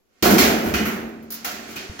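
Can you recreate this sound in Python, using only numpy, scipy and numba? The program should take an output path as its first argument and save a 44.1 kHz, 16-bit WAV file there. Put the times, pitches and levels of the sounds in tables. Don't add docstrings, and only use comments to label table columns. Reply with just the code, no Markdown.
import sys
import numpy as np
from scipy import signal
from scipy.fft import rfft, irfft
from scipy.io import wavfile
from numba import njit

SR = 44100
rng = np.random.default_rng(int(sys.argv[2]) if len(sys.argv) > 2 else 0)


def wav_out(sig):
    wavfile.write(sys.argv[1], SR, np.round(np.clip(np.atleast_2d(sig).T, -1, 1) * 32767).astype(np.int16))


N = 88200
T = np.arange(N) / SR
FREQS = np.arange(N + 1) * SR / (2 * N)
GRIT_PER_S, GRIT_SCATTER_DB = 1500, 4.5
BANDS_HZ = [40, 70, 140, 250, 420, 700, 1200, 2000, 3300, 5000, 8000, 13000, 16000]


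def undb(db):
    return 10 ** (np.asarray(db) / 20)


def at(points, hz):
    f, v = np.array(points, float).T
    return np.interp(np.log(np.maximum(hz, 1)), np.log(f), v)


def unit(x):
    return x / np.sqrt(np.sum(x ** 2, axis=-1, keepdims=True) + 1e-18)


def convolve(x, response):
    return irfft(rfft(x, 2 * N) * rfft(response, 2 * N))[..., :N]


def colour(x, points):
    cepstrum = irfft(np.log(undb(at(points, FREQS))))[:N]
    cepstrum[1:] *= 2
    return irfft(rfft(x, 2 * N) * np.exp(rfft(cepstrum, 2 * N)))[..., :N]


def delay(x, s):
    k = int(np.clip(s * SR, 0, N - 1))
    return np.concatenate([np.zeros(k), x[:N - k]])


def ring(modes):
    signs = rng.choice([-1, 1], len(modes))
    return sum(sign * undb(db) * np.exp(-np.log(1000) * T / t60) * np.sin(2 * np.pi * hz * T)
               for sign, (hz, db, t60) in zip(signs, modes))


def clicks(per_s, scatter_db):
    impulses = (rng.random(N) < per_s / SR) * rng.choice([-1, 1], N)
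    return unit(impulses * undb(scatter_db * rng.standard_normal(N))) * np.sqrt(N)


def store(power, t60):
    retained = np.exp(-2 * np.log(1000) / (max(t60, .005) * SR))
    return signal.lfilter([1 - retained], [1, -retained], power)


def wash(power, t60s, echo_db):
    # frequency in Hz, T60 in seconds.
    room_t60 = [(70, 1.44), (250, 1.24), (700, 1.19), (2000, 0.68), (6000, 0.23), (15000, 0.58)]
    # frequency in Hz, correlation.
    coherence = [(50, 0.28), (130, 1), (280, 1), (520, 1), (1000, 0.0082), (15000, 0.0081)]
    room_db = -1
    alike = np.clip(at(coherence, FREQS[::2]), 0, 1)
    mid, side = rfft(rng.standard_normal((2, N))) * np.sqrt(np.array([1 + alike, 1 - alike]) / 2)
    field, out = np.array([mid + side, mid - side]), 0
    for hz, share, fed in zip(BANDS_HZ, np.eye(len(BANDS_HZ)), power):
        own = store(fed + 1e-18, at(t60s, hz))
        echo = store(own, at(room_t60, hz)) * undb(room_db + at(echo_db, hz)) ** 2
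        band_noise = irfft(field * at(list(zip(BANDS_HZ, share)), FREQS[::2]))
        out = out + band_noise * np.sqrt((own + echo) / 2)
    return out


def room_air(rms_db=-67.5):
    # frequency in Hz, relative level in dB.
    spectrum = [(30, -2), (120, -10), (400, -1), (900, -13), (2500, -19), (8000, -21), (15000, -19)]
    return unit(colour(rng.standard_normal((2, N)), spectrum)) * np.sqrt(N) * undb(rms_db)


def thump():
    # start in seconds, frequency in Hz, time constant in seconds, level in dB.
    pulses = [(1.896, 86, 0.0088, -24.5)]
    return sum(delay(undb(db) * np.sin(2 * np.pi * hz * T) * np.exp(-T / decay_s), s)
               for s, hz, decay_s, db in pulses)


def skids():
    # start in seconds, length in seconds, level in dB.
    slides = [(0.531, 0.23, -40), (1.673, 0.081, -45.5)]
    # frequency in Hz, gain in dB.
    spectrum = [(3000, -14), (7000, -4), (12000, 4.5), (15500, 16)]
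    swell = sum(undb(db) * np.sin(np.pi * np.clip((T - s) / length, 0, 1)) for s, length, db in slides)
    grit = np.array([clicks(GRIT_PER_S, GRIT_SCATTER_DB) for _ in range(2)])
    return swell * colour(grit, spectrum)


def loose_part(crack_db=-8.5, crack_decay_s=.006):
    # start in seconds, level in dB.
    ticks = [(1.09, -20), (1.226, -19), (1.304, 1.5), (1.31, -2.5), (1.322, 3), (1.341, 2.5), (1.447, 5),
             (1.758, -4.5)]
    # frequency in Hz, level in dB, T60 in seconds.
    modes = [(10540, -50, .08), (11828, -39, .12), (14443, -36, .13), (15513, -25, .11)]
    # frequency in Hz, gain in dB.
    spectrum = [(500, -16.5), (1500, -5), (3000, -13), (5000, -3.5), (9000, -8.5), (15000, 9)]
    # frequency in Hz, T60 in seconds.
    t60s = [(2000, 0.26), (6000, 0.32), (14000, 0.14)]
    # frequency in Hz, gain in dB.
    echo_db = [(2000, 4), (6000, 3.5), (14000, -13.5)]
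    strikes = sum(delay(undb(db) * (T == 0), s) for s, db in ticks)
    power = np.outer(undb(at(spectrum, BANDS_HZ)), strikes) ** 2
    burst = unit(rng.standard_normal((2, N)) * np.exp(-T / crack_decay_s))
    crack = colour(burst, spectrum) * undb(crack_db)
    return wash(power, t60s, echo_db) + convolve(strikes, crack + ring(modes))


def flange(detune=.006):
    # start in seconds, level in dB.
    landings = [(.740, -0.5), (0.784, -5), (1.762, -9)]
    # frequency in Hz, level in dB, T60 in seconds.
    modes = [(1390, -32, .3), (1600, -30, .35), (2400, -30, .25), (2470, -26, .35), (2560, -31, .25),
             (2750, -29, .3), (2930, -32, .55), (3140, -32, .45), (4830, -40, .4)]
    out = 0
    for s, db in landings:
        detuned = [(hz * (1 + detune * rng.standard_normal()), level, t60) for hz, level, t60 in modes]
        out = out + undb(db) * np.array([delay(ring(detuned), s) for _ in range(2)])
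    return out


def drag():
    # time in seconds, relative level in dB.
    levels = [(0, -47), (.1, -27.5), (.21, -15.5), (.6, 3.5), (1.0, -18), (1.25, -19), (1.42, -2.5),
              (1.56, -1.5), (1.66, -2), (1.72, 2.5), (1.82, -6), (1.92, -5), (2, 0)]
    # frequency in Hz, gain in dB.
    spectrum = [(70, -54.5), (250, -60), (700, -60), (2000, -56), (4200, -55), (6800, -58.5), (9000, -50.5),
                (15000, -73)]
    grit = clicks(GRIT_PER_S, GRIT_SCATTER_DB) * undb(np.interp(T, *np.array(levels).T))
    return colour(grit, spectrum), np.outer(undb(at(spectrum, BANDS_HZ)), grit) ** 2


def blows(first_contact=1.12):
    # start in seconds, chatter time constant in seconds, then force in dB at each of force_hz.
    impacts = [(.225, 0.0023, 1, 0.5, -1.5, 2, 3, 4.5), (.252, .005, 2.5, 4.5, 4.5, 0, -4, 2),
               (.304, 0.0036, -9, 8, -1, -2, -1, 3.5), (0.382, 0.013, 2.5, -30, -3, 7.5, 7, 8.5),
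               (.422, 0.025, 6, -13.5, 3.5, -19, -16, -18), (.658, 0.011, 4, -4.5, -7.5, -10.5, -17, -11.5),
               (.739, 0.0017, 0, -12, -10.5, -1, -5, -6), (.795, .005, -15, -3, -20.5, -23.5, -59, -21),
               (.854, 0.0024, -5, -15, -8.5, -5.5, -14.5, -6.5),
               (1.040, 0.0058, -14.5, -40, -29, -27, -42, -40),
               (1.446, 0.0029, -41, -28, -12.5, -9, -7, -7.5),
               (1.762, 0.0055, -21, -23.5, -23, -14, -12, -20.5),
               (1.992, .002, -23, -14.5, -14, -10, -13, -23.5)]
    force_hz = [70, 250, 700, 2000, 5000, 13000]
    force, power = np.zeros(N), 0
    for s, chatter_s, *force_db in impacts:
        fade = np.exp(-T / chatter_s) + 1e-12
        spectrum = list(zip(force_hz, force_db))
        contact = unit(clicks(per_s=860, scatter_db=7.5) * fade)
        contact[0] += first_contact
        force += delay(colour(unit(contact), spectrum), s)
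        power = power + np.outer(undb(at(spectrum, BANDS_HZ)) ** 2, delay(unit(fade) ** 2, s))
    return force, power


def partials(mean_spacing_hz=54.4, t60_s=.51):
    # frequency in Hz, gain in dB.
    spectrum = [(250, -33), (500, -3), (2000, -4.5), (7000, -6), (12000, -12)]
    bins = N // 2 + 1
    present = rng.random(bins) < SR / N / mean_spacing_hz
    tones = irfft(present * np.exp(2j * np.pi * rng.random((2, bins))))
    return colour(unit(tones * np.exp(-np.log(1000) * T / t60_s)), spectrum)


def panel(contact_db=-17.5):
    # frequency in Hz, gain in dB.
    response = [(25, 2), (48, 20.5), (72, 25), (110, 23), (135, 24.5), (170, 30), (210, 35.5), (255, 32.5),
                (380, 36), (520, 27), (740, 28.5), (1000, 20.5), (1450, 25), (2000, 22), (2500, 22),
                (3000, 19), (3600, 17.5), (6500, 17), (11000, 13.5), (15500, 24)]
    # frequency in Hz, T60 in seconds.
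    t60s = [(70, 0.46), (250, 0.76), (700, 0.66), (2000, 0.71), (6000, 0.6), (15000, 0.28)]
    # frequency in Hz, gain in dB.
    echo_db = [(70, -4.5), (250, 2), (2000, -1), (6000, -2), (15000, -3.5)]
    # frequency in Hz, level in dB, T60 in seconds.
    strong_modes = [(72, -43, .9), (207, -21, .55), (226, -28, 2.0), (285, -27, .6), (360, -28, .75),
                    (410, -33, .8), (612, -38, .8), (715, -34, .9), (1160, -41, .6), (1290, -41, .6),
                    (1600, -41, .6), (1806, -42, .6), (2293, -38, .7), (2482, -39, .6), (2930, -42, .7),
                    (4452, -41, .6), (4958, -42, .6), (6444, -40, .7)]
    hits, hit_power = blows()
    grit, grit_power = drag()
    force = hits + grit
    dense = wash(hit_power + grit_power, t60s, echo_db)
    crash = undb(contact_db) * hits + dense + convolve(force, partials())
    return colour(crash, response) + convolve(force, ring(strong_modes))


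def scene(right_lag_s=.00038):
    # time in seconds, left minus right in dB.
    swing = [(.22, -1.8), (.45, -0.5), (.8, -.5), (1.3, 0), (1.55, -1), (1.8, 0), (2, 0.5)]
    # frequency in Hz, left minus right in dB.
    balance = [(100, 1), (250, -0.5), (600, -1), (1200, -4.5), (2800, -1.5), (5500, -2.5), (9000, 3.5),
               (14000, 0)]
    swing_db = np.interp(T, *np.array(swing).T) / 2
    metal = panel() + flange() + loose_part() + skids()
    left, right = metal * undb([swing_db, -swing_db]) + thump()
    stereo = np.array([left, delay(right, right_lag_s)])
    lean_db = at(balance, FREQS) / 2
    stereo = irfft(rfft(stereo, 2 * N) * undb([lean_db, -lean_db]))[:, :N]
    return stereo + room_air()


@njit
def follow(x, attack_s, release_s):
    out, level = np.empty(len(x)), 0.
    for i in range(len(x)):
        level += (x[i] - level) / (SR * (attack_s if x[i] > level else release_s))
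        out[i] = level
    return out


def record(dry, threshold_db=-1.98, ratio=1.3, cutoff_hz=15850):
    # frequency in Hz, gain in dB.
    mic_response = [(20, 1.5), (6900, -1), (7800, -6), (8700, -12), (10000, -5), (12000, -2),
                    (16000, -10.5)]
    x = colour(dry, mic_response)
    envelope = follow(np.abs(x).max(axis=0), attack_s=.0058, release_s=.32)
    gain = np.maximum(envelope / undb(threshold_db), 1) ** (1 / ratio - 1)
    low_pass = signal.ellip(10, .2, 70, cutoff_hz, fs=SR, output="sos")
    return signal.sosfilt(low_pass, np.tanh(x * gain))


dry = scene()
out = record(dry)
wav_out(out)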